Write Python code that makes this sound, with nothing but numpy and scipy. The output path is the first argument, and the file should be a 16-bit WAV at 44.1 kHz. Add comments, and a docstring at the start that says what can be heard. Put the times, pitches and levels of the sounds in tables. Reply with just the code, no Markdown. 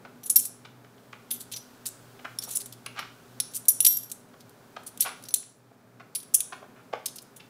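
"""A soft knock on wood, then bright clinks: two hands pick coins off a wooden table and drop them
onto the piles in their palms, close by. Each contact chatters briefly and makes the coins ring until
the fingers damp them. Fingertips and coin rims knock on the table top. A small room echoes, over
an appliance hum, the low murmur of the house and a soft hiss."""
import sys
import numpy as np
from scipy import signal
from scipy.fft import rfft, irfft
from scipy.io import wavfile

SR = 44100
rng = np.random.default_rng(int(sys.argv[2]) if len(sys.argv) > 2 else 0)


def unload_audio(sound):
    """Save the sound as a 16-bit wav file, at the path given as the first command line argument."""
    columns = np.transpose(np.atleast_2d(sound))
    # keep every value between -1 and 1, then stretch to whole-number steps
    steps = np.round(np.clip(columns, -1, 1) * 32767)
    wavfile.write(sys.argv[1], SR, steps.astype(np.int16))


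N = 330309

# Coin hits coin: t/s, level/dB, chatter time/s, free ringing time/s, saddle pitch f/Hz,
# then, added to that level: ring from a hit on the face/dB, ring from a hit on the rim/dB, clack/dB
CLINKS = [(0.233, -29.5, 0.011, 0.084, 5860, -19, -9.5, 3.5), (0.258, -23, 0.021, 0.028, 5685, 6, -6, -6),
          (0.2972, -6.5, 0.016, .045, 5600, -4, -12.5, -11), (.324, -32, 0.0092, 0.023, 5890, -7, -13, -12),
          (0.3583, -1, 0.012, 0.034, 5620, -5, 3, -7.5), (0.385, -12, 0.032, 0.036, 5740, 6.5, -7, -13),
          (0.42, -25, 0.05, 0.038, 5710, 7, -13, -9), (0.452, -13.5, 0.011, 0.055, 5770, -17, -19, -8),
          (1.3062, -16.5, 0.018, 0.069, 6050, -10, -6.5, 3.5),
          (1.33, -27.5, 0.036, 0.037, 5500, 3, -12, -0.5),
          (1.398, -22.5, 0.03, 0.032, 5960, -13, -19, -5.5),
          (1.516, -29, 0.0089, 0.036, 5500, -7, -15, 7.5), (1.522, -19, 0.01, 0.031, 5800, -21, -13, 1),
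          (1.537, -28.5, 0.0052, .1, 5860, -40, -5.5, 15),
          (1.562, -23, 0.012, 0.066, 5840, -17, -11.5, 7.5), (1.575, -34, .006, .03, 6000, -16, -13, -3),
          (1.856, -20, 0.015, 0.038, 5850, -7, -10, 4.5),
          (1.864, -13.5, 0.02, 0.021, 5520, -18.5, -18, -10.5),
          (2.387, -19.5, .004, 0.015, 5490, 2, 9.5, 3.5), (2.417, -24.5, 0.021, .03, 5750, -16, -11, 4),
          (2.434, -18.5, .017, 0.045, 5660, -25, -8, -6), (2.467, -28, 0.11, 0.084, 5730, -5, -13, -2),
          (2.507, -17, 0.015, 0.031, 5460, -7, -18, -4), (2.525, -22, 0.0097, .03, 5990, -13, -6, -9),
          (2.535, -22, .006, .03, 5700, -12, -16, -12), (2.552, -11.5, 0.025, 0.033, 5400, 1, -8, -15),
          (2.57, -15.5, 0.0036, 0.014, 5630, 1, -19, -3), (2.602, -20, 0.016, 0.018, 5970, -12, -18, 0),
          (2.659, -21, 0.0071, 0.02, 6000, -21, -20.5, -5), (2.724, -26.5, 0.011, .02, 5470, -25, -14, 3.5),
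          (2.862, -27.5, 0.0042, 0.016, 5760, 1, -26, 9.5),
          (2.991, -27.5, 0.0068, 0.056, 5630, -22.5, -11.5, 7.5),
          (3.401, -7.5, 0.0054, 0.02, 5470, -4, -3, 3), (3.511, -39, 0.019, 0.03, 5940, -7, -13, -11),
          (3.537, -23, .01, .025, 5900, -17, -16.5, -1.5), (3.547, -14.5, .014, .025, 5900, -9, -15, -14),
          (3.557, -12.5, 0.015, 0.054, 6000, -15.5, -20, -9),
          (3.654, -27.5, .005, 0.017, 6000, -10, -10, -2), (3.683, 2, 0.011, 0.037, 5790, -6.5, -3.5, -14),
          (3.703, -17.5, 0.0037, 0.042, 5700, -0.5, -19, -1),
          (3.804, -4.5, 0.006, 0.035, 5700, -5.5, -9, -1), (3.826, -18, .002, 0.045, 5760, -10, -6, -12),
          (3.848, 0.5, 0.0078, 0.036, 5580, -11, -6, -0.5),
          (3.864, 1.5, 0.0057, 0.051, 5650, -13.5, -10, -0.5),
          (3.871, -0.5, 0.0059, 0.11, 5600, -31, -15, -15), (3.908, -18, 0.012, .03, 5630, -9, -14, -12),
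          (3.927, -17, 0.0045, .03, 5660, -9, -9, -13), (3.969, -15.5, 0.0063, 0.025, 5630, -7, 4, -17),
          (3.987, -26, 0.0042, 0.027, 5600, -5, -19, -18), (4.03, -28.5, 0.01, 0.043, 5640, -17, -3, -4),
          (4.098, -27.5, 0.011, 0.021, 5770, -23, -21, -3),
          (4.116, -13.5, 0.0082, 0.017, 5470, -10.5, -34, -7),
          (4.403, -40.5, .016, 0.023, 5780, -24, -12, 8.5),
          (4.494, -37.5, 0.005, .025, 5570, -18, -14, -1.5), (4.834, -39, 0.0066, .022, 5960, -12, -27, -2),
          (4.864, -23, 0.022, 0.028, 5630, 0.5, -23, -4.5), (4.975, -25, 0.0037, 0.011, 5950, -14, -23, 1),
          (4.998, -24, 0.028, .035, 5600, -14, -18, 8), (5.006, -4.5, 0.0056, 0.036, 5620, -7.5, -8.5, -15),
          (5.018, -10.5, 0.019, .03, 5770, -6, -3, -1.5),
          (5.225, -36.5, .006, .025, 5890, -9.5, -14.5, 3.5),
          (5.238, -28, 0.0049, 0.022, 5670, -11, -18, 0.5), (5.252, -37, 0.012, 0.077, 5630, -19, -8.5, 8),
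          (5.286, -23.5, 0.0054, .03, 6100, -15, -2, 4), (5.307, -31, 0.0041, 0.089, 5570, -15, -16, 4),
          (5.34, 0.5, 0.007, 0.012, 5760, -1.5, -15, -7), (5.359, -17, 0.0067, 0.031, 6060, -23, -7, -5),
          (6.15, -12.5, 0.013, 0.065, 5660, -13, -22.5, 0.5), (6.202, -32, .005, .03, 5600, -12, -18.5, 5),
          (6.23, -30.5, .006, .03, 5670, -9.5, -20.5, 1), (6.339, -18, .006, 0.022, 5300, -11, -11, -17),
          (6.3428, 2.5, 0.012, 0.039, 5590, -8.5, -20, -14),
          (6.405, -8, 0.0048, 0.012, 5800, -2, -26, -1.5), (6.423, -44, .005, 0.027, 5800, -14, -4, -8),
          (7.058, -9.5, 0.012, 0.014, 5280, -6, -2.5, 0), (7.08, -31, 0.014, 0.022, 5450, -10, -9, 8),
          (7.158, -23.5, .012, .03, 5520, -14, -14, -5), (7.184, -26.5, .007, 0.025, 5990, -19, -19, 6.5),
          (7.219, -31.5, .011, 0.037, 5940, -16.5, -21.5, -18),
          (7.362, -29.5, 0.016, 0.015, 5830, -2, -13, -4)]
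# Tone colour (how strong each pitch is) of the coins' bright snap,
# with the highest treble cut away above about 15.6 kHz: f/Hz, level/dB
SNAP_COLOUR = [(1200, -47), (2500, -46), (5600, -8.5), (7000, -6), (8500, -5), (10000, -6), (11400, -10.5),
               (12800, -7.5), (14500, -10), (15600, -16), (15900, -35.5), (17000, -34.5)]
# Tone colour of the pile's dull clack: f/Hz, level/dB
CLACK_COLOUR = [(700, -45.5), (1800, -16), (3000, -6.5), (4200, -3.5), (6500, 0), (12000, -21.5)]

def clinks():
    """A coin lands with a snap and a chatter; the pile clacks in the palm and the metal rings."""
    snap, clack, ring = np.zeros((3, N))
    for s, level_db, chatter_s, free_s, saddle_hz, face_db, rim_db, clack_db in CLINKS:
        ending = 1 + chatter_s / .018  # a tap dies away, a long rattle breaks off
        grit = gain_of(level_db - 15.5) * chatter(chatter_s, spread_db=3.77, rise=0.19, ending=ending)
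        grit[24] += gain_of(level_db + 6.5) * np.exp(-chatter_s / 0.015)  # snap, weaker in long rattles
        add(snap, s, grit)
        palm = signal.iirpeak(rng.uniform(3000, 5200), Q=4, fs=SR)  # its hollow changes with each grip
        add(clack, s, gain_of(clack_db) * (0.52 * grit + 0.56 * signal.lfilter(*palm, grit)))
        add(ring, s, gain_of(level_db) * coin_ring(s, chatter_s, free_s, saddle_hz, face_db, rim_db))
    return coloured(snap, SNAP_COLOUR) + coloured(clack, CLACK_COLOUR) + ring


# A coin's tones, in close groups: bending shape (0 saddle, 1 bowl, 2 three-fold), pitch factor
COIN_TONES = [(0, 1), (0, 1.017), (1, .988), (1, 1), (1, 1.022), (2, 1), (2, 1.016)]
# For each of those tones: level/dB, factor on the fade time
TONE_FADES = [(-8, 0.86), (-2, 0.26), (-12.5, 0.35), (5.5, 0.45), (-8, 0.43), (-3.5, 1), (-7.5, 1)]
# New coins come to lie on top and are gripped anew: from t/s, bowl f/Hz, saddle over three-fold/dB
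TOP_COINS = [(0, 10030, -2.5), (.28, 10100, -5.5), (.34, 9920, -6.5), (1.0, 10030, -9.5), (1.45, 10040, 9),
             (1.8, 10000, -9.5), (2.0, 9860, 14), (2.545, 9940, -5.5), (2.7, 9930, 6), (3.3, 10000, 13.5),
             (3.5, 9910, -6), (3.815, 10180, -7), (4.05, 9950, -6), (5.1, 9890, 11), (5.9, 9980, 2),
             (6.25, 9860, -7), (7.0, 10220, 6)]

def coin_ring(s, chatter_s, free_s, saddle_hz, face_db, rim_db):
    """A struck coin bends in three shapes at once, each with its own tones, until skin damps it."""
    t = np.arange(SR // 3) / SR
    shape, pitch_factor = np.transpose(COIN_TONES)
    shape = shape.astype(int)
    tone_db, fade_factor = np.transpose(TONE_FADES)[:, :, None]
    _, bowl_hz, saddle_db = [row for row in TOP_COINS if row[0] <= s][-1]
    threefold_hz = 12560 * (saddle_hz / 5456) ** 0.41  # partly follows the saddle pitch
    shape_hz = np.array([saddle_hz, bowl_hz, threefold_hz])
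    shape_db = np.array([rim_db + min(saddle_db, 0), face_db, rim_db - max(saddle_db, 0)])
    hz = (pitch_factor * shape_hz[shape])[:, None]
    fade_s = 0.038 + 45 * free_s ** 2  # a coin held loosely for long also rings long
    level_db = tone_db + shape_db[shape, None] - 60 * t / (fade_factor * fade_s)
    # While the coins touch, each bump shoves the waves out of step, least in a freely ringing coin.
    bumps = rng.standard_normal((len(COIN_TONES), len(t) // 50)).repeat(50, 1)
    shove = np.cumsum(bumps * np.exp(-t / (2 * chatter_s)), axis=1) * 0.00059 / max(fade_s, .1)
    tones = gain_of(level_db) * np.sin(2 * np.pi * (hz * t + shove + rng.random(hz.shape)))
    grip_db = -16 / (1 + np.exp(-(t - free_s) / 0.019))  # the fingers close on the coin
    swell = np.minimum(t / (0.51 * chatter_s), 1)
    return gain_of(grip_db) * tones.sum(0) * swell


# Finger or coin rim hits wood: t/s, level/dB, strongest f/Hz, drag time/s, tick over wood tone/dB
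KNOCKS = [(0.05, -29, 855, 0.008, -13.5), (0.649, -35, 1590, 0.01, -2), (0.847, -41.5, 1206, 0.0068, -7),
          (.979, -52, 558, 0.0078, 2), (1.128, -29, 1440, 0.01, -10), (2.194, -38, 1180, 0.0056, -4),
          (2.247, -21.5, 1360, 0.012, -24), (2.466, -38.5, 640, 0.025, -10),
          (2.862, -28.5, 1950, 0.0092, -2), (2.948, -28.5, 1600, 0.055, -9.5), (2.99, -24, 1200, 0.01, 1.5),
          (4.335, -41.5, 724, 0.012, -10), (4.766, -23.5, 1278, 0.006, -9), (5.044, -21.5, 1480, .034, -9),
          (5.432, -51, 2500, 0.0056, 9.5), (5.713, -43, 500, 0.0088, -23.5), (5.999, -34, 1186, 0.012, -14),
          (6.524, -24.5, 1130, 0.013, -9.5), (6.618, -35.5, 659, 0.02, -20), (6.745, -45, 1307, 0.052, -33),
          (6.93, -16, 780, 0.011, -14), (6.952, -29.5, 1160, 0.0069, -19), (7.4, -53.5, 720, 0.0096, 17.5)]
# The table top's own tones: f/Hz, level/dB, time to fade by 60 dB/s
WOOD_TONES = [(416.7, -10.5, 0.015), (700, 4, 0.004), (990, 0.5, 0.0073), (1116, -0.5, 0.015),
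              (1520, 1, 0.0062), (1900, -1.5, 0.0061), (2450, 2, 0.0018), (3230, -7.5, .0018)]
# Tone colour of the tick of a knock: f/Hz, level/dB
TICK_COLOUR = [(600, -36.5), (1500, -12.5), (3000, -5), (4500, -13), (6000, -20), (9000, -37.5),
               (17000, -35.5)]

def knocks():
    """Each blow ticks and makes the table top ring briefly, most near the blow's strongest pitch."""
    wood, tick = np.zeros((2, N))
    t = np.arange(1024) / SR
    hz, tone_db, fade_s = np.transpose(WOOD_TONES)[:, :, None]
    signs = (-1) ** np.arange(len(hz))[:, None]  # neighbouring tones start in opposite directions
    for s, level_db, strongest_hz, drag_s, tick_db in KNOCKS:
        blow = gain_of(level_db - 4) * chatter(drag_s, spread_db=3.42, rise=0.7, ending=1.5)
        spot_hz = hz * rng.uniform(.93, 1.07, hz.shape)  # each spot is tuned a little differently
        spot_db = tone_db - 4.5 * np.log2(spot_hz / strongest_hz) ** 2
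        fades = gain_of(spot_db - 60 * t / fade_s) / np.sqrt(fade_s)
        board = (signs * fades * np.sin(2 * np.pi * spot_hz * t)).sum(0)
        add(wood, s - .004, signal.oaconvolve(blow, board / np.linalg.norm(board)))
        add(tick, s - .004, gain_of(tick_db) * blow)
    bass_cut = signal.butter(3, 380, "high", fs=SR, output="sos")  # a thin board gives off little bass
    return signal.sosfilt(bass_cut, wood) + coloured(tick, TICK_COLOUR)


# How long the room rings: f/Hz, time to fade by 60 dB/s
ROOM_FADES = [(300, 0.17), (1000, 0.36), (3000, 0.43), (6000, 0.44), (10000, 0.35), (16000, 0.068)]

def room(x):
    """The walls send back many small echoes; each pitch dies away at its own speed."""
    echoes = np.zeros(SR // 2)
    slots = np.arange(300, SR // 2 - 20, 20)
    echoes[slots + rng.integers(0, 20, len(slots))] = rng.choice([-1., 1.], len(slots))
    hz, t, bands = signal.stft(echoes, SR, nperseg=256)
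    fades = gain_of(-60 * t / value_at(ROOM_FADES, hz)[:, None])
    _, tail = signal.istft(bands * fades, SR, nperseg=256)
    return signal.fftconvolve(x, tail / np.linalg.norm(tail))[:N]


# The pitches in the hum: f/Hz, width/Hz, level/dB
HUM_TONES = [(120.5, 9, 0), (245, 14, -3), (405, 14, -10)]

def appliance_hum():
    """An appliance hums: narrow bands of noise waver around one steady low tone."""
    hz = np.fft.rfftfreq(N, 1 / SR)
    peaks = sum(gain_of(db) / (1 + (2 * (hz - f) / width) ** 2) for f, width, db in HUM_TONES)
    steady = np.sin(2 * np.pi * HUM_TONES[0][0] * np.arange(N) / SR)
    return evened(shaped_noise(peaks) + 0.2 * steady)


# How the background rises and falls: t/s, murmur level/dB, hiss level/dB
BACKGROUND_LEVELS = [(0, -54.5, -63), (.4, -58, -62), (.75, -56.5, -64), (1.56, -57, -59), (2.5, -56, -57),
                     (2.75, -56, -60.5), (3.4, -56.5, -58), (4.2, -57.5, -63), (5.23, -55, -59),
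                     (5.53, -62.5, -69), (6.05, -57.5, -66.5), (6.38, -58, -61), (6.6, -55.5, -63.5),
                     (7.49, -57.5, -63)]
# Tone colour of the house's murmur: f/Hz, level/dB
MURMUR_COLOUR = [(12, -40), (20, -34.5), (48, -50), (109, -4.5), (288, -3.5), (325, -10.5), (406, -2.5),
                 (449, -8), (646, -9), (700, -10), (2500, -24), (3250, -75), (5500, -120)]
# Tone colour of a soft hiss, with the highest treble cut away above about 15.6 kHz: f/Hz, level/dB
HISS_COLOUR = [(900, -3.5), (1500, 1), (2000, -10), (3000, -7.5), (10900, -13.5), (15600, -13),
               (15900, -37.5), (17000, -30)]

def background():
    """The house murmurs under a soft hiss; the hum slowly sinks and partly follows the murmur."""
    t, hz = np.arange(N) / SR, np.fft.rfftfreq(N, 1 / SR)
    times, *levels = np.transpose(BACKGROUND_LEVELS)
    murmur_db, hiss_db = (np.interp(t, times, column) for column in levels)
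    hum_db = -57 + .3 * (murmur_db - murmur_db.mean()) - 0.78 * t
    hum = gain_of(hum_db) * appliance_hum()
    murmur = gain_of(murmur_db) * shaped_noise(gain_of(value_at(MURMUR_COLOUR, hz)))
    hiss = gain_of(hiss_db) * shaped_noise(gain_of(value_at(HISS_COLOUR, hz)))
    return hum + murmur + hiss


def chatter(length_s, spread_db, rise, ending, size=4096):
    """Tiny uneven bumps swell for the `rise` share of the length; a higher `ending` stops them faster."""
    progress = np.arange(size) / SR / length_s
    lumps = gain_of(spread_db * np.minimum(rng.exponential(1, size // 32), 4)).repeat(32)
    swell = np.exp(-progress ** ending) * np.minimum(progress / rise, 1) ** 2
    grit = rng.standard_normal(size) * lumps * swell
    return grit * np.linalg.norm(swell) / np.linalg.norm(grit)


def coloured(x, colour):
    """Gives a sound a tone colour, with a filter that never rings ahead of the hit."""
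    hz = abs(np.fft.fftfreq(2048, 1 / SR))
    log_gain = np.log(gain_of(value_at(colour, hz)))
    response = np.exp(np.conj(signal.hilbert(log_gain)))
    taps = np.fft.ifft(response).real[:1024]
    return signal.oaconvolve(x, taps / np.linalg.norm(taps))[:len(x)]


def shaped_noise(gains):
    """Noise of average strength 1, its pitches weighted by the gains."""
    return evened(irfft(rfft(rng.standard_normal(N)) * gains, N))


def gain_of(db):
    """Turns decibels into a factor to multiply by."""
    return 10 ** (np.asarray(db) / 20)


def evened(x):
    """Scales a sound to an average strength (rms) of 1."""
    return x / np.sqrt(np.mean(x ** 2) + 1e-20)


def value_at(points, hz):
    """Reads between a table's rows, with pitch counted in octaves."""
    f, value = np.transpose(points)
    return np.interp(np.log(hz + 1), np.log(f + 1), value)


def add(mix, s, sound):
    """Mixes a sound in, starting at s seconds."""
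    part = mix[round(s * SR):][:len(sound)]
    part += sound[:len(part)]


def scene():
    """Coins and knocks, their echo and the background, in one channel."""
    metal, wood = clinks(), knocks()
    echo = room(gain_of(-14.5) * metal + gain_of(-7.5) * wood)
    return (metal + wood + echo + background())[None]


def record(dry):
    """Rounds off the loudest peaks, then cuts the very highest treble."""
    ceiling, top_hz = .8, 16650
    rounded = dry / (1 + (dry / ceiling) ** 6) ** (1 / 6)
    treble_cut = signal.firwin(511, top_hz, window=("kaiser", 9), fs=SR)
    return signal.oaconvolve(rounded, treble_cut[None], "same")


dry = scene()
out = record(dry)
unload_audio(out)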